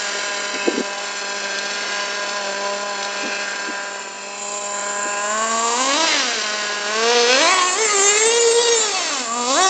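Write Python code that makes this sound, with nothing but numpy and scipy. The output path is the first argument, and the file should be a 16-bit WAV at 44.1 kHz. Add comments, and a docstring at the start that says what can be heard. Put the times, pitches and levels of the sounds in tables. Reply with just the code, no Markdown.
"""A concrete lot: a remote-controlled truck's two-stroke nitro engine idles, then revs up and down.
Each firing gives a low-order hum, a buzz through the tuned pipe and a puff of gas; the colour shifts
as the truck turns. The chassis ticks. A far wall and bushes answer; wind buffets the one microphone."""
import sys
import numpy as np
from scipy import signal
from scipy.fft import rfft, irfft, next_fast_len
from scipy.io import wavfile
from scipy.ndimage import uniform_filter1d, map_coordinates

SR = 44100
rng = np.random.default_rng(int(sys.argv[2]) if len(sys.argv) > 2 else 0)


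def dump(signal):
    """Clip the signal to [-1, 1] and save it as 16-bit WAV at the path in sys.argv[1]."""
    limited = np.clip(np.atleast_2d(signal).T, -1, 1)
    pcm = np.round(limited * 32767).astype(np.int16)
    wavfile.write(sys.argv[1], SR, pcm)


N = 427329
T = np.arange(N) / SR
FFT_SIZE = next_fast_len(N + SR // 4)
BIN_HZ = np.fft.rfftfreq(FFT_SIZE, 1 / SR)


def engine(idle_hz=202):
    """Firings and gas puffs excite the pipe's resonances; speed sets level and roughness."""
    # crank speed: (time [s], firing rate [Hz])
    idle = [(0.0, 203.9), (0.32, 203.3), (0.8, 199.6), (1.15, 202.0), (1.55, 197.9), (1.75, 203.5),
            (2.5, 201.3), (2.95, 199.6), (3.3, 202.5), (4.15, 198.2), (4.45, 203.5), (5.17, 202.9)]
    blip = [(5.49, 224.6), (5.75, 237), (5.81, 258.6), (5.93, 280.9), (5.99, 320.2), (6.06, 328.6),
            (6.24, 254.5), (6.4, 213.1), (6.86, 205.1)]
    full_throttle = [(7.13, 243), (7.26, 236.2), (7.38, 271.3), (7.42, 319.6), (7.47, 339), (7.52, 379.4),
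                     (7.632, 357.6), (7.74, 367.6), (7.81, 449.5), (7.99, 389.3), (8.14, 416.7),
                     (8.35, 472.7), (8.509, 457.2), (8.6, 479.4), (8.75, 463.3), (8.86, 424.2), (9.0, 358),
                     (9.14, 282.6), (9.271, 222)]
    pull_away = [(9.371, 243), (9.46, 242), (9.54, 278.5), (9.61, 375.4), (9.69, 383)]
    # band levels as the truck turns and moves: (time [s], level [dB])
    hum_level = [(0.0, 4.1), (0.84, 8.5), (1.91, 4), (2.72, 14), (3.63, 4.5), (5.29, 16), (5.76, 4),
                 (5.99, -2.7), (6.97, 9), (7.8, -9), (7.9, -2.5), (8.17, -8), (8.54, -15.5), (8.89, -10.5),
                 (9.37, 13), (9.69, -2.5)]
    ring_level = [(0.0, 1.5), (0.69, 0.7), (0.8, -1), (1.91, 1.5), (2.85, -0.5), (3.35, 1.5), (3.82, 0.5),
                  (4.26, -6), (4.58, -7.5), (4.81, 0.5), (5.4, 1.5), (5.7, -2.5), (6.15, 5.5), (6.23, 0.9),
                  (7.25, 2), (7.37, 5), (7.98, 0), (8.13, 1.5), (8.46, -9), (9.02, -0.3), (9.37, -5.5),
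                  (9.69, -16)]
    treble_level = [(0.0, 1), (0.15, 1), (0.94, -1.5), (1.91, 1.3), (2.88, -2), (3.3, -0.1), (4.17, -8),
                    (4.43, -5.9), (5.34, -5.5), (5.72, 1), (6.14, 5.5), (6.84, 0), (7.18, 8), (7.449, 6.5),
                    (7.66, -1.5), (8.18, 2), (9.22, 1.5), (9.31, -8), (9.51, 4.5), (9.69, 3)]
    whistle_level = [(0.0, 0.7), (0.92, -4.4), (4.31, -4.5), (4.43, 4.5), (5.84, 5), (5.96, -1.5),
                     (6.98, -3.5), (7.16, -4.1), (8.1, 9), (8.96, -0.5), (9.69, 4.5)]
    # voice: (idle level [dB], growth with speed [dB/octave], share of ring level, share of treble level)
    voices = {"gas": (-34, 4.5, 0.37, .3), "pipe": (-31.5, 0, 2, 0), "bark": (-33, 4.1, 0.6, 0.82),
              "second mode": (-42.5, -1.5, 0, 0.9), "third mode": (-50.5, 11.5, 0, 2.05),
              "rasp": (-30.5, 3.5, 0, 1.16), "whistle": (-33.5, 5, 0, 0)}
    # gas and pipe colours: (frequency [Hz], relative level [dB])
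    gas_colour = [(30, -23), (130, -20), (175, -14), (230, -4), (330, -0.5), (650, 4), (900, 1),
                  (1250, 2.5), (2000, -5), (3500, -42.5)]
    pipe_colour = [(900, -36.5), (1280, -17), (1410, -10.5), (1510, -2.5), (1615, -5), (1730, -10),
                   (1880, -19), (2150, -60.5)]
    bark_colour = [(1550, -58), (1880, -1), (2150, 2.5), (2430, 0.5), (2680, -4), (2870, 0.5), (3150, 0.5),
                   (3700, -52.5)]
    second_mode = [(2100, -35.5), (2450, -7), (2590, -2.5), (2740, -13), (3100, -44)]
    third_mode = [(3000, -49.5), (3450, 7), (3680, -7), (3900, 4.5), (4500, -41.5)]
    rasp_colour = [(2600, -31), (3250, -0.5), (3600, -5.5), (4000, 2), (4350, 1.5), (4700, 0), (5100, 0),
                   (5480, -0.5), (5800, -0.5), (6400, -2.5), (6900, -10.5), (7400, -32.5)]
    # 7 kHz whistle and shriek, faint recorder fizz above 8 kHz: (frequency [Hz], relative level [dB])
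    whistle_colour = [(6000, -30), (6600, -13.5), (6930, -9.5), (7130, 3), (7260, -4), (7420, 1),
                      (7620, -12.5), (7900, -17.5), (8300, -18), (8700, -15.5), (9100, -35)]
    shriek_colour = [(5700, -37.5), (6200, -9), (6480, -0.5), (6750, -5.5), (7000, -5.5), (7450, -2.5),
                     (7750, -3.5), (8300, -8), (8700, -20), (9100, -27)]

    speed_hz = curve(np.vstack([idle, blip, full_throttle, pull_away]))
    octaves = np.log2(speed_hz / idle_hz)
    revs = np.clip((speed_hz - idle_hz) / (speed_hz.max() - idle_hz), 0, 1)
    pulling, coasting = load(octaves)
    ring_db, treble_db = curve(ring_level), curve(treble_level)
    level_db = {name: idle_db + growth_db * octaves + ring * ring_db + treble * treble_db
                for name, (idle_db, growth_db, ring, treble) in voices.items()}
    bark_rough = roughness(revs, pulling, at_idle=0.58, at_top=0.29, exponent=0.53) + 0.12 * coasting
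    treble_rough = roughness(revs, pulling, at_idle=1, at_top=0.057, exponent=0.55) + 0.15 * coasting
    angle, strength, stumble = crank(speed_hz, waver=0.0009974 + 0.005985 * coasting)
    tone = buzz(angle, speed_hz, revs)

    def voice(rough, colour, db):
        """Buzz mixed with gas noise, through one resonance."""
        share = np.clip(rough, 0, 1)
        source = np.sqrt(1 - share) * tone + np.sqrt(share) * puffs(angle, depth=0.22)
        return amp(db) * coloured(strength * source, colour)

    drive_db = 20 * octaves - 10.5 * coasting  # falters off the throttle
    low = strength * hum(angle, speed_hz, curve(hum_level), treble_db, drive_db, 1 + 5 * coasting)
    gas = amp(level_db["gas"]) * unit(coloured(puffs(angle, depth=0.74), gas_colour))
    # sharp modes ring more cleanly than the broad bark
    pipe = voice(bark_rough ** 4, pipe_colour, level_db["pipe"])
    modes = voice(bark_rough ** 2, second_mode, level_db["second mode"])
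    modes += voice(bark_rough ** 2, third_mode, level_db["third mode"])
    bark = voice(1.12 * bark_rough, bark_colour, level_db["bark"] + 3.2 * revs * wobble(78))
    rasp = voice(0.9 * treble_rough + 0.5 * revs ** 3, rasp_colour, level_db["rasp"] + 1.02 * wobble(160))
    # the idle's 7 kHz whistle swells with each stumble and widens to a shriek at high revs
    whistle_db = level_db["whistle"] + curve(whistle_level)
    sputter_db = 1.5 * stumble + 1.2 * wobble(81)
    whistle = np.sqrt(1 - revs) * voice(treble_rough, whistle_colour, whistle_db + sputter_db)
    shriek = np.sqrt(revs) * voice(treble_rough, shriek_colour, whistle_db + 0.42 * wobble(27))
    edge = body_shell(bark + rasp)
    return flaring(low + gas + pipe + modes + edge + whistle + shriek)


def load(octaves, full_pull_oct_s=0.5, full_coast_oct_s=3.3):
    """Pulling as speed rises, coasting as it falls, each 0-1."""
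    rise_oct_s = np.gradient(uniform_filter1d(octaves, size=SR // 8)) * SR
    return np.clip(rise_oct_s / full_pull_oct_s, 0, 1), np.clip(-rise_oct_s / full_coast_oct_s, 0, 1)


def roughness(revs, pulling, at_idle, at_top, exponent):
    """Share of gas noise in a voice; firing gets cleaner with speed and load."""
    unloaded = at_idle + (at_top - at_idle) * revs ** exponent
    return np.clip(unloaded * (1 - 0.5 * pulling), 0, 1)


def crank(speed_hz, waver, judder=0.014, stumble_hz=42.2, stumble_rad=0.073, scatter_db=0.83):
    """Crank angle, firing strength, stumble. The idle hunts; under way the tyres shake the speed."""
    idling = (speed_hz.min() / speed_hz) ** 2
    shake = waver * wobble(45) + judder * (1 - idling) * np.sin(phase(19 + 7 * wobble(15)))
    hunting = 0.006 * idling * wobble(11)
    angle = phase(speed_hz * (1 + shake + hunting))
    stumble = idling * np.sin(phase(stumble_hz * (1 + 0.1935 * wobble(25))))
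    strength = unit(amp(scatter_db * wobble(200)))
    return angle + stumble_rad * stumble, strength, stumble


def hum(angle, speed_hz, turn_db, treble_db, drive_db, flutter_db, drift_db=1.45):
    """The five lowest exhaust orders sweep through the silencer's resonances."""
    # silencer response: (frequency [Hz], level [dB], share of treble level)
    silencer = [(197.2, -52.5, 0.48), (278, -38, -0.082), (371, -46, 0.14), (458, -38, 1.92),
                (543, -43.5, 1.88), (620, -41, 0.87), (726, -41.5, 1.05), (872, -50, 0.48),
                (1020, -41, 0.43), (1130, -37, 0.027), (1400, -51, 0.72), (1650, -43, 0.19),
                (2260, -45, -1.7)]
    hz, db, share = np.transpose(silencer)
    out = np.zeros(N)
    for k in range(1, 6):
        log_hz = np.log(k * speed_hz)
        response_db = np.interp(log_hz, np.log(hz), db)
        treble_share = np.interp(log_hz, np.log(hz), share)
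        turn_share = 0.56 if k <= 2 else 1  # the lowest orders spread all round
        line_db = drive_db + response_db + treble_share * treble_db + turn_share * turn_db
        wander_db = drift_db * wobble(6) + flutter_db * wobble(24)
        out += amp(line_db + wander_db) * np.sin(k * angle + rng.uniform(0, 2 * np.pi))
    return np.sqrt(2) * out


def buzz(angle, speed_hz, revs, flutter_db=6, flutter_hz=22):
    """Upper orders at the power density of unit white noise; each flutters on its own at speed."""
    orders = range(6, 45)
    depth = np.log(10) / 20 * flutter_db * revs
    out = np.zeros(N)
    for k in orders:
        gain = np.exp(depth * wobble(flutter_hz) - depth ** 2)
        out += gain * np.cos(k * angle + rng.uniform(0, 2 * np.pi))
    return unit(out) * np.sqrt(len(orders) * speed_hz / (SR / 2))


def puffs(angle, depth):
    """Turbulent gas, let out once a turn as the port opens."""
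    return unit(rng.standard_normal(N) * np.exp(depth * np.cos(angle)))


def flaring(x):
    """Pipe and silencer resonances swell briefly as the truck turns."""
    # resonance: (centre [Hz], Gaussian width [Hz])
    resonances = {"bite": (1000, 110), "snarl": (2120, 135.3), "ring": (1615, 44),
                  "second mode": (2600, 120), "third mode": (3640, 67)}
    # (time [s], resonance, rise [dB], Gaussian width [s])
    flares = [(0.623, "second mode", 9, 0.06), (1.65, "ring", 3, .4), (3.3, "second mode", 7.5, 0.1),
              (3.55, "ring", 2.5, .25), (4.3, "second mode", 7.5, 0.21), (5.136, "second mode", 9, 0.086),
              (5.746, "bite", 12, 0.18), (6.078, "snarl", 4, 0.035), (7.343, "second mode", 8, 0.031),
              (7.528, "snarl", 12, 0.045), (7.554, "bite", 9, 0.11), (8.076, "snarl", 7, 0.28),
              (8.566, "third mode", 8, .17), (9.62, "bite", 4, 0.075)]
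    spectrum = rfft(x, FFT_SIZE)
    out = x.copy()
    for name, (hz, width_hz) in resonances.items():
        rise_db = sum(db * gaussian(T, s, width_s) for s, which, db, width_s in flares if which == name)
        band = irfft(spectrum * gaussian(BIN_HZ, hz, width_hz), FFT_SIZE)[:N]
        out += (amp(rise_db) - 1) * band
    return out


def body_shell(x, delay_s=0.001113, drift=0.052, drift_hz=1.5, echo_db=-9):
    """Two reflections under the shell; their drifting delays shift a metallic colour."""
    delays_s = [k * delay_s * np.exp(drift * wobble(drift_hz)) for k in (1, 2)]
    echoes = sum(map_coordinates(x, [(T - lag_s) * SR], order=3) for lag_s in delays_s)
    return (x + amp(echo_db) * echoes) / np.sqrt(1 + 2 * amp(echo_db) ** 2)


def chassis_ticks(gain_db=-4.5, t60_s=0.037):
    """The chassis clicks as the truck rolls over cracks."""
    # (time [s], relative peak [dB])
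    ticks = [(1.5867, -13), (3.0285, -15), (3.049, -16.5)]
    # (frequency [Hz], relative level [dB])
    tick_colour = [(1500, -24.5), (3000, -11), (4300, -6.5), (6000, -14.5), (7500, -17.5), (9000, -27.5)]
    envelope = sum(amp(db + gain_db - 60 * np.abs(T - s) / t60_s) * (T > s) for s, db in ticks)
    return envelope * coloured(rng.standard_normal(N), tick_colour)


def lot(x, echo_s=0.075, echo_db=-15.5, scatter_db=-11.5, t60_s=0.56, onset_s=0.0078):
    """One wall echo and a thin tail from rubble and bushes."""
    t = np.arange(SR // 2) / SR
    response = rng.standard_normal(len(t)) * amp(-60 * t / t60_s) * (1 - np.exp(-t / onset_s))
    response *= amp(scatter_db) / np.linalg.norm(response)
    response[int(echo_s * SR)] += amp(echo_db)
    return signal.fftconvolve(x, response)[:N]


def wind():
    """Short low thumps of air on the microphone port."""
    # (time [s], level [dB], Gaussian width [s])
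    buffets = [(0.556, -26, 0.012), (0.679, -18, 0.0058), (0.685, -14, 0.0045), (0.71, -27.5, 0.038),
               (0.749, -29.5, 0.0064), (0.783, -17, 0.0068), (0.807, -16, 0.0066), (3.25, -25, 0.012),
               (3.281, -30, 0.01), (3.695, -27, 0.012), (5.062, -31, .011)]
    # (frequency [Hz], relative level [dB])
    eddy_colour = [(40, -47), (140, -37.5), (230, 1.5), (330, 1.5), (480, -1.5), (750, -17.5), (1100, -29),
                   (2000, -77)]
    swell = sum(amp(db) * gaussian(T, s, width_s) for s, db, width_s in buffets)
    eddies = coloured(rng.standard_normal(N), eddy_colour)
    local_rms = np.sqrt(np.abs(uniform_filter1d(eddies ** 2, size=700)) + 1e-9)
    return swell * eddies / local_rms


def amp(db):
    """Decibels to gain."""
    return 10 ** (np.asarray(db) / 20)


def unit(x):
    """x at rms 1."""
    return x / np.sqrt(np.mean(x ** 2) + 1e-20)


def phase(hz):
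    """Running phase [rad]."""
    return 2 * np.pi * np.cumsum(hz) / SR


def gaussian(x, centre, width):
    """Bell curve, peak 1."""
    return np.exp(-0.5 * ((x - centre) / width) ** 2)


def curve(rows):
    """(time [s], value) rows, interpolated per sample."""
    return np.interp(T, *np.transpose(rows))


def wobble(rate_hz):
    """Random curve, rms near 1, with knots at rate_hz."""
    knots = np.random.default_rng(rng.integers(2 ** 31)).standard_normal(int(T[-1] * rate_hz) + 3)
    return np.sqrt(3 / 2) * np.interp(T * rate_hz, np.arange(len(knots)), knots)


def coloured(x, points, keep_power=True):
    """Filter by (frequency [Hz], gain [dB]) points; with keep_power, white noise keeps its rms."""
    hz, db = np.transpose(points)
    gain = amp(np.interp(np.log(BIN_HZ + 1), np.log(hz), db))
    return irfft(rfft(x, FFT_SIZE) * (unit(gain) if keep_power else gain), FFT_SIZE)[:N]


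def scene():
    """The truck, its reflections and the wind."""
    truck = engine() + chassis_ticks()
    mono = truck + lot(truck) + wind()
    return np.array([mono, mono])


def record(dry):
    """One band-limited pickup with a deep dip at 8 kHz, on both channels."""
    # (frequency [Hz], gain [dB])
    pickup_response = [(30, -3.5), (70, -5), (160, -1), (7880, -1), (8000, -21), (8130, -3), (8750, -8),
                       (9000, -18)]
    top_hz = 9109
    mono = coloured(dry[0], pickup_response, keep_power=False)
    mono = irfft(rfft(mono, FFT_SIZE) * (BIN_HZ < top_hz), FFT_SIZE)[:N]
    return np.array([mono, mono])


dry = scene()
out = record(dry)
dump(out)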